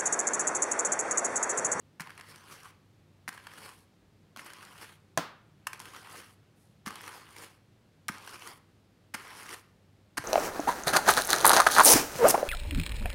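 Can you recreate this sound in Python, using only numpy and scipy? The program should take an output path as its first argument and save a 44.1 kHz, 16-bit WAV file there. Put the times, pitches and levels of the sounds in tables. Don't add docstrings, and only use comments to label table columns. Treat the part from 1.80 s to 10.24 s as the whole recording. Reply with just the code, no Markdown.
import sys
import numpy as np
from scipy import signal
from scipy.fft import rfft, irfft, next_fast_len
from scipy.io import wavfile
from scipy.ndimage import uniform_filter1d

SR = 44100
rng = np.random.default_rng(int(sys.argv[2]) if len(sys.argv) > 2 else 0)


def ratio_of_db(decibels):
    return 10 ** (np.asarray(decibels, float) / 20)


def inscribe(sig):
    pcm = np.round(np.clip(np.atleast_2d(sig).T, -1, 1) * 32767)
    wavfile.write(sys.argv[1], SR, pcm.astype(np.int16))


N = 372204
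KNOCK_S = 3.3745

PART_ANSWERS = {"paddle": (0.16, 0, 0.5, 1.01, 153.5, 4), "shanks": (-13, 3.5, -8, 1.22, 90.5, 8),
                "flex": (-10.5, -4, -7.5, 1.22, 150.5, 4), "tips": (-14.5, 7.5, -6, 1.26, 69.5, 15)}


def evened(x):
    return x / np.sqrt(np.mean(x ** 2) + 1e-20)


def read(points, hz):
    f, value = np.transpose(points)
    return np.interp(np.log(hz + 1), np.log(f + 1), value)


def add(mix, s, sound):
    part = mix[round(s * SR):][:len(sound)]
    part += sound[:len(part)]


def coloured(x, spectrum):
    gain_db = np.maximum(read(spectrum, abs(np.fft.fftfreq(4096, 1 / SR))), -70)
    log_gain = np.log(ratio_of_db(gain_db))
    phase = -signal.hilbert(log_gain).imag
    taps = np.fft.ifft(np.exp(log_gain + 1j * phase)).real[:2048]
    return signal.oaconvolve(x, taps / np.linalg.norm(taps))[:len(x)]


def resonate(x, hz, width_hz):
    r = np.exp(-np.pi * width_hz / SR)
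    return 2 * signal.lfilter([1 - r], [1, -r * np.exp(2j * np.pi * hz / SR)], x).real


def cards():
    # Hz, dB per Hz.
    paddle_colour = [(350, -37.5), (600, -7), (669, -11), (721, -5.5), (1050, 0.5), (1850, -4.5),
                     (2220, -4), (2410, -6), (3180, -7), (3690, -16), (4400, -13), (5720, -35.5),
                     (9680, -120)]
    # Hz, dB per Hz.
    shank_colour = [(2240, -34), (3800, -3.5), (5380, 5.5), (7070, -3.5), (8400, -18), (10900, -32),
                    (18500, -120)]
    # Hz, dB per Hz.
    tip_colour = [(4710, -34.5), (8000, -3.5), (9600, 1.5), (10600, -1), (15100, -11), (16000, -13.5)]
    shared = slips(4000, spread_db=2.0, clump_db=3.0, clump_s=0.0039)
    fine = slips(14000, spread_db=3.5, clump_db=1.0, clump_s=0.0017)
    pull = {part: ratio_of_db(-1.0) * effort(part) for part in PART_ANSWERS}
    brushing = rustle_gain() * fine

    paddle = pull["paddle"] * regripped(evened(shared + 0.89 * fine), patchy_db=2.5)
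    shanks = pull["shanks"] * regripped(evened(0.64 * shared + fine), patchy_db=3.5)
    shanks += ratio_of_db(-10.0) * brushing
    tips = pull["tips"] * regripped(evened(0.79 * shared + fine), patchy_db=1.6)
    tips += ratio_of_db(-3.5) * brushing
    bending = pull["flex"] * evened(resonate(resonate(shared + fine, 430, 270), 293, 350))

    passing = abs(slips(70, spread_db=0.5, clump_db=1.5, clump_s=.05))
    ticks = signal.lfilter([1], [1, -.985], passing) * fine

    crunch_paddle, crunch_wires = crunches()
    snag_paddle, snag_wires, rings = snags()
    struck = ratio_of_db(-12.5) * pull["shanks"] * evened(ticks) + crunch_wires + snag_wires
    wood = coloured(paddle + crunch_paddle + snag_paddle, paddle_colour)
    wires = coloured(shanks + ratio_of_db(-2.0) * struck, shank_colour)
    wires += coloured(tips + ratio_of_db(-0.85) * struck, tip_colour)
    return wood + wires + rings + bending


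def slips(per_s, spread_db, clump_db, clump_s):
    clicks = (rng.random(N) < per_s / SR) * rng.standard_normal(N)
    clumps = signal.lfilter([1], [1, -np.exp(-1 / (clump_s * SR))], rng.standard_normal(N))
    size_db = spread_db * np.minimum(rng.exponential(1, N), 2.6)
    return evened(clicks * ratio_of_db(size_db + clump_db * evened(clumps)))


def effort(part):
    # teeth engaged in seconds, card lifts in seconds,
    # last fibres part in seconds, drag at the start in dB, drag at the lift in dB.
    strokes = [
        (.225, .89, .906, -55.5, -60.5),
        (1.51, 1.93, 2.04, -57, -57),
        (2.58, 3.1, 3.16, -51, -57),
        (3.89, 4.44, 4.54, -59, -56),
        (5.09, 5.7, 5.77, -49, -63),
        (6.305, 6.7, 6.78, -50, -56),
        (7.36, 7.745, 7.81, -49, -53),
        (8.395, 8.5, 8.6, -50, -52),
    ]
    # peak in seconds,
    # peak in dB, build-up in seconds, let-go in seconds (both for 10 dB).
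    tears = [(.5, -53, 0.035, .08), (.724, -49.5, 0.051, 0.069), (.865, -56, 0.059, .06),
             (1.55, -56, .03, 0.035), (1.86, -49.5, 0.13, 0.048), (2.595, -48, 0.0084, 0.019),
             (2.666, -48.5, 0.011, 0.012), (3.031, -47, 0.044, 0.03), (3.94, -55, 0.022, 0.032),
             (4.005, -53.5, 0.01, 0.3), (4.2, -54, 0.21, 0.031), (4.385, -47.5, .1, 0.041),
             (5.281, -47.5, 0.057, 0.022), (5.353, -49.5, 0.083, 0.061), (5.58, -50, 0.01, 0.056),
             (5.624, -48.5, 0.081, 0.056), (6.48, -53, 0.026, 0.1), (6.547, -50, 0.07, 0.022),
             (6.683, -47, 0.064, 0.047), (7.575, -50, 0.036, 0.12), (7.70, -49, 0.014, .03),
             (7.74, -43, 0.033, 0.0097)]
    drag_db, thin_db, tear_db, steep, fade_db_per_s, drop_db = PART_ANSWERS[part]
    usual_db = -52
    engage_s, parting_db_per_s = 0.014, 900
    t = np.arange(0, N + 64, 64) / SR
    power, cut_db = 1e-14, 0
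    for start, lift, parted, first_db, last_db in strokes:
        done = np.clip((t - start) / (lift - start), 0, 1)
        hand_db = first_db + (last_db - first_db) * done
        db = steep * (hand_db - usual_db) + thin_db * done - fade_db_per_s * np.maximum(t - lift, 0)
        engaged = np.clip(1 + (t - start) / engage_s, 0, 1)
        power = power + (ratio_of_db(usual_db + drag_db + db) * engaged) ** 2
        parting_db = -np.clip(parting_db_per_s * (t - parted), 0, drop_db)
        cut_db = np.where(t > start - engage_s, parting_db, cut_db)
    for s, peak_db, build, let_go in tears:
        db = peak_db - 10 * np.maximum((s - t) / build, (t - s) / let_go)
        power = power + ratio_of_db(usual_db + steep * (db - usual_db) + tear_db) ** 2
    return np.interp(np.arange(N) / SR, t, np.sqrt(power) * ratio_of_db(cut_db))


def regripped(x, patchy_db):
    z = signal.stft(x, nperseg=256)[2]
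    patches = uniform_filter1d(rng.standard_normal(z.shape), size=14, axis=1)
    patches = evened(uniform_filter1d(patches, size=4, axis=0))
    gain = ratio_of_db(patchy_db * patches - 0.1728 * patchy_db ** 2)
    return signal.istft(z * gain, nperseg=256)[1][:N]


def crunches():
    # start in seconds, length in seconds, paddle level in dB,
    # wire level in dB, swell over the length in dB.
    landings = [
        (0.196, 0.029, -39.5, -50, -14.5),
        (1.479, 0.014, -40, -42, -10),
        (2.56, 0.057, -71.5, -69, 0),
        (3.868, 0.0057, -30, -35.5, 0),
        (5.056, 0.027, -48, -53.5, 3.5),
        (6.285, 0.0089, -30, -39, -2),
        (7.338, 0.015, -37, -43, -0.5),
        (8.3694, 0.012, -37, -42, -3.5),
    ]
    paddle, wires = np.zeros(N), np.zeros(N)
    for s, length, paddle_db, wire_db, swell_db in landings:
        noise, grain = rng.standard_normal((2, 3000))
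        u = np.arange(3000) / SR / length
        shape = ratio_of_db(swell_db * np.minimum(u, 1) - 46 * np.maximum(u - 1, 0))
        shape *= np.minimum(u * length / 0.0033, 1)
        crunch = shape * evened(noise * ratio_of_db(4.1 * evened(uniform_filter1d(grain, size=30))))
        knocked = resonate(resonate(crunch, 1500, 1700), 1500, 2020)
        add(paddle, s, ratio_of_db(paddle_db + 2.0) * knocked)
        add(wires, s, ratio_of_db(wire_db) * crunch)
    return paddle, wires


def snags():
    # start in seconds, paddle peak in dB,
    # wire level in dB, paddle ring in Hz, t60 in seconds.
    landing_catches = [(0.2047, -36, -35.5, 1340, 0.026), (0.2054, -28.5, -61.5, 1950, 0.016),
                       (0.2186, -33, -45, 1490, 0.008), (1.4782, -22.5, -45, 2060, 0.0046),
                       (1.4903, -24.5, -37, 1740, 0.0075), (2.5617, -30.5, -46.5, 1110, 0.016),
                       (2.5716, -33, -43, 1070, 0.013), (3.8683, -27, -36, 1220, 0.045),
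                       (5.061, -26.5, -39.5, 1130, 0.028), (5.0768, -24.5, -42, 1180, 0.016),
                       (6.283, -23, -29, 1210, 0.0067), (7.344, -25, -42, 1460, 0.0074),
                       (7.3482, -27.5, -51, 1480, 0.0074), (8.3779, -19, -53, 1570, 0.013),
                       (8.3793, -26, -27.5, 1760, 0.01), (8.3834, -19, -34, 860, 0.01),
                       (8.4213, -36, -54, 1410, 0.012)]
    # start in seconds, paddle peak in dB,
    # wire level in dB, paddle ring in Hz.
    draw_snags = [(0.2716, -32.5, -53.5, 1000), (0.3044, -32.5, -52, 1660), (0.3771, -34, -49, 1840),
                  (0.3976, -37, -52, 1730), (0.4098, -33.5, -48, 1690), (0.559, -38, -48.5, 1380),
                  (0.832, -44, -50, 990), (1.5275, -41, -50, 1710), (1.5768, -32.5, -53, 1670),
                  (1.6687, -28.5, -46, 1730), (1.7358, -36, -49, 1750), (2.5932, -30.5, -50, 1390),
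                  (2.6613, -35, -47, 1590), (2.7027, -34.5, -51, 1560), (2.7338, -34.5, -44.5, 1690),
                  (2.8266, -41, -51, 1690), (3.9313, -26.5, -38.5, 1540), (4.0005, -31.5, -39, 1010),
                  (4.055, -33, -46, 1540), (4.162, -35.5, -48, 1290), (5.1057, -29.5, -45, 1210),
                  (5.156, -33, -41.5, 1210), (5.2079, -35, -49, 1740), (5.2779, -28, -45, 1360),
                  (5.5647, -40, -48, 2260), (6.475, -29.5, -44, 1580), (6.6207, -35.5, -52, 2900),
                  (6.6738, -34, -41, 1950), (7.5155, -38, -64, 1430), (7.6915, -36, -42.5, 2300)]
    events = list(landing_catches) + [(*row, 0.014) for row in draw_snags]
    paddle, wires, rings = np.zeros(N), np.zeros(N), np.zeros(N)
    t = np.arange(900) / SR
    for s, peak_db, wire_db, hz, t60 in events:
        decay = ratio_of_db(-60 * t / np.clip(1.2 * t60, .002, .05))
        burst = rng.standard_normal(900) * decay * np.minimum(t / 0.00044, 1)
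        burst /= np.sqrt(np.sum(burst ** 2) / (0.00086 * SR))
        add(wires, s, ratio_of_db(wire_db) * burst)
        add(paddle, s, ratio_of_db(peak_db - 7.5) * resonate(burst, 1850, 2500))
        ring = np.minimum(t * hz, 1) * np.sin(2 * np.pi * hz * t)
        add(rings, s, ratio_of_db(peak_db - 6.5 - 60 * t / (0.004 + t60)) * ring)
    return paddle, wires, rings


def rustle_gain():
    # time in seconds, level in dB.
    swing = [
        (4.72, -93),
        (4.734, -101),
        (4.774, -73),
        (4.812, -71),
        (4.914, -78),
        (4.974, -92.5),
        (4.98, -85),
    ]
    s, db = np.transpose(swing)
    t = np.arange(N) / SR
    fade = np.clip((t - s[0]) / .01, 0, 1) * np.clip((s[-1] + .04 - t) / .04, 0, 1)
    return ratio_of_db(np.interp(t, s, db)) * fade


def thuds():
    # start in seconds, peak in dB, pitch in Hz, t60 in seconds.
    gives = [
        (0.205, -43.5, 169, 0.053),
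        (1.485, -43.5, 202, 0.023),
        (2.574, -55, 212, 0.057),
        (5.07, -36, 206, 0.036),
        (5.279, -63, 107.8, 0.079),
        (6.297, -35, 192, 0.028),
        (7.345, -42, 218, 0.036),
        (8.38, -34.5, 283, 0.026),
        (8.394, -42.5, 112, 0.042),
    ]
    out, t = np.zeros(N), np.arange(5000) / SR
    for s, peak_db, hz, t60 in gives:
        turns = hz * (t + 0.16 * 0.0043 * (1 - np.exp(-t / 0.0018)))
        swell = 1 - np.exp(-t / 0.0015)
        add(out, s, ratio_of_db(peak_db + 9.5 - 60 * t / t60) * swell * np.sin(2 * np.pi * turns))
    return out


def flicks():
    # start in seconds, peak in dB, ring in Hz.
    tip_flicks = [(0.7193, -41, 5650), (2.6464, -39, 10900), (2.8504, -35, 5480), (2.979, -38, 5260),
                  (3.9944, -35, 5530), (4.2971, -39, 5250), (4.3274, -35, 10800), (5.1816, -45, 9930),
                  (5.2155, -37, 10400), (5.2394, -42, 5970), (5.2629, -36, 5140), (5.4839, -52, 10700),
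                  (5.5074, -43, 8350), (5.5284, -42, 9730), (6.3824, -36, 5400), (6.4632, -36.5, 10300),
                  (6.4931, -35, 5690), (6.5949, -39, 6440), (7.4225, -43, 9540), (7.4794, -40, 8330),
                  (7.6313, -35, 8740), (7.6644, -34, 5520), (7.7105, -35, 5050)]
    t60_s, width_hz = 0.01, 6000
    out, t = np.zeros(N), np.arange(600) / SR
    for s, peak_db, hz in tip_flicks:
        noise = rng.standard_normal(len(t))
        scratch = evened(resonate(resonate(noise, hz, width_hz), hz, width_hz))
        add(out, s, ratio_of_db(peak_db - 6 - 60 * t / t60_s) * np.minimum(t / 0.00062, 1) * scratch)
    return out


def knock():
    # pitch in Hz, level in dB, t60 in seconds.
    modes = [(177, -9, 0.054), (302, -4.5, 0.033), (480, -4.5, 0.0086), (665, -1, 0.037), (799, -1, 0.023),
             (1050, 0, 0.034), (1340, 0, .025), (3370, -11.5, .015)]
    # delay in seconds, level in dB.
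    touches = [
        (0, -0.5),
        (.0012, 3.5),
        (.003, -1.5),
        (.009, -4),
        (0.013, -5),
        (0.0194, -5.5),
    ]
    # Hz, dB per Hz.
    crack_colour = [(60, -30), (110, -47), (200, -18.5), (400, -14), (700, -1.5), (1300, 1.5), (2100, 4.5),
                    (3200, -3.5), (4500, -9.5), (7000, -5.5), (11000, -14.5), (16000, -24)]
    ring_db, crack_db = -28.5, -17.5
    t, cracks, rings = np.arange(6000) / SR, np.zeros(N), np.zeros(N)
    ring = sum(ratio_of_db(db - 60 * t / t60) * np.sin(2 * np.pi * hz * t) for hz, db, t60 in modes)
    for delay, db in touches:
        crack = ratio_of_db(crack_db + db - 650 * delay - 60 * t / 0.007) * np.sign(rng.standard_normal(len(t)))
        add(cracks, KNOCK_S + delay, crack)
        add(rings, KNOCK_S + delay, ratio_of_db(ring_db + db) * ring)
    low_cut = signal.butter(4, 145, "high", fs=SR, output="sos")
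    return signal.sosfilt(low_cut, rings + coloured(cracks, crack_colour))


def knock_into_room():
    # Hz, dB per Hz.
    echo_colour = [(90, -26.5), (200, -6), (700, -7), (1300, -2.5), (2200, -12.5), (5000, -14),
                   (12000, -26)]
    blow = np.zeros(N)
    add(blow, KNOCK_S, np.ones(1))
    return ratio_of_db(-5.5) * coloured(blow, echo_colour)


def room(x):
    # Hz, t60 in seconds.
    decay = [(150, 0.45), (400, 0.44), (1040, 0.5), (2760, 0.49), (7280, 0.25)]
    taps, at = np.zeros(SR // 2), np.arange(200, SR // 2 - 20, 20)
    taps[at + rng.integers(0, 20, len(at))] = rng.choice([-1., 1.], len(at))
    hz, t, z = signal.stft(taps, SR, nperseg=256)
    tail = signal.istft(z * ratio_of_db(-60 * t / read(decay, hz)[:, None]), SR, nperseg=256)[1]
    return signal.fftconvolve(x, tail / np.linalg.norm(tail))[:N]


def background():
    # Hz, dB per Hz.
    air_colour = [(15, -123), (25, -104), (60, -93.5), (87, -90), (108, -86), (124, -92), (142, -89),
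                  (196, -90), (251, -93), (320, -94), (630, -101.5), (1000, -106), (2000, -109.5),
                  (4200, -113), (5500, -117), (13000, -125), (16300, -130)]
    # centre in Hz, width in Hz, level in dB.
    fan_tones = [(117.3, 3.8, -74), (151.9, 11, -72), (59, 7.7, -87), (199, 16, -77)]
    motor_hz, motor_db = 98, -66
    size = next_fast_len(N)
    gain = ratio_of_db(read(air_colour, np.fft.rfftfreq(size, 1 / SR)))
    air = np.sqrt(SR / 2) * irfft(rfft(rng.standard_normal(size)) * gain, size)[:N]
    hum = np.zeros(N)
    for hz, width_hz, db in fan_tones:
        tone = resonate(resonate(rng.standard_normal(N), hz, width_hz), hz, width_hz)
        hum += ratio_of_db(db) * evened(tone)
    drift, waver = (evened(uniform_filter1d(uniform_filter1d(v, 5000), 5000))
                    for v in rng.standard_normal((2, N)))
    turns = np.cumsum(motor_hz + 1.3 * drift) / SR
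    motor = ratio_of_db(motor_db + 1.9 * waver) * np.sin(2 * np.pi * turns)
    return air + hum + motor


def scene():
    combing = cards() + thuds() + flicks()
    echo = room(ratio_of_db(-13.5) * combing + knock_into_room())
    return (combing + knock() + echo + background())[None]


def top_cut(x):
    return signal.sosfilt(signal.butter(12, 16600, fs=SR, output="sos"), x)


def record(dry):
    edge_hz = 15820
    taps = signal.firwin(801, edge_hz, window=("kaiser", 8), fs=SR)
    low = signal.oaconvolve(dry, taps[None], "same")
    return top_cut(low + ratio_of_db(-31.0) * (dry - low))


dry = scene()
out = record(dry)
inscribe(out)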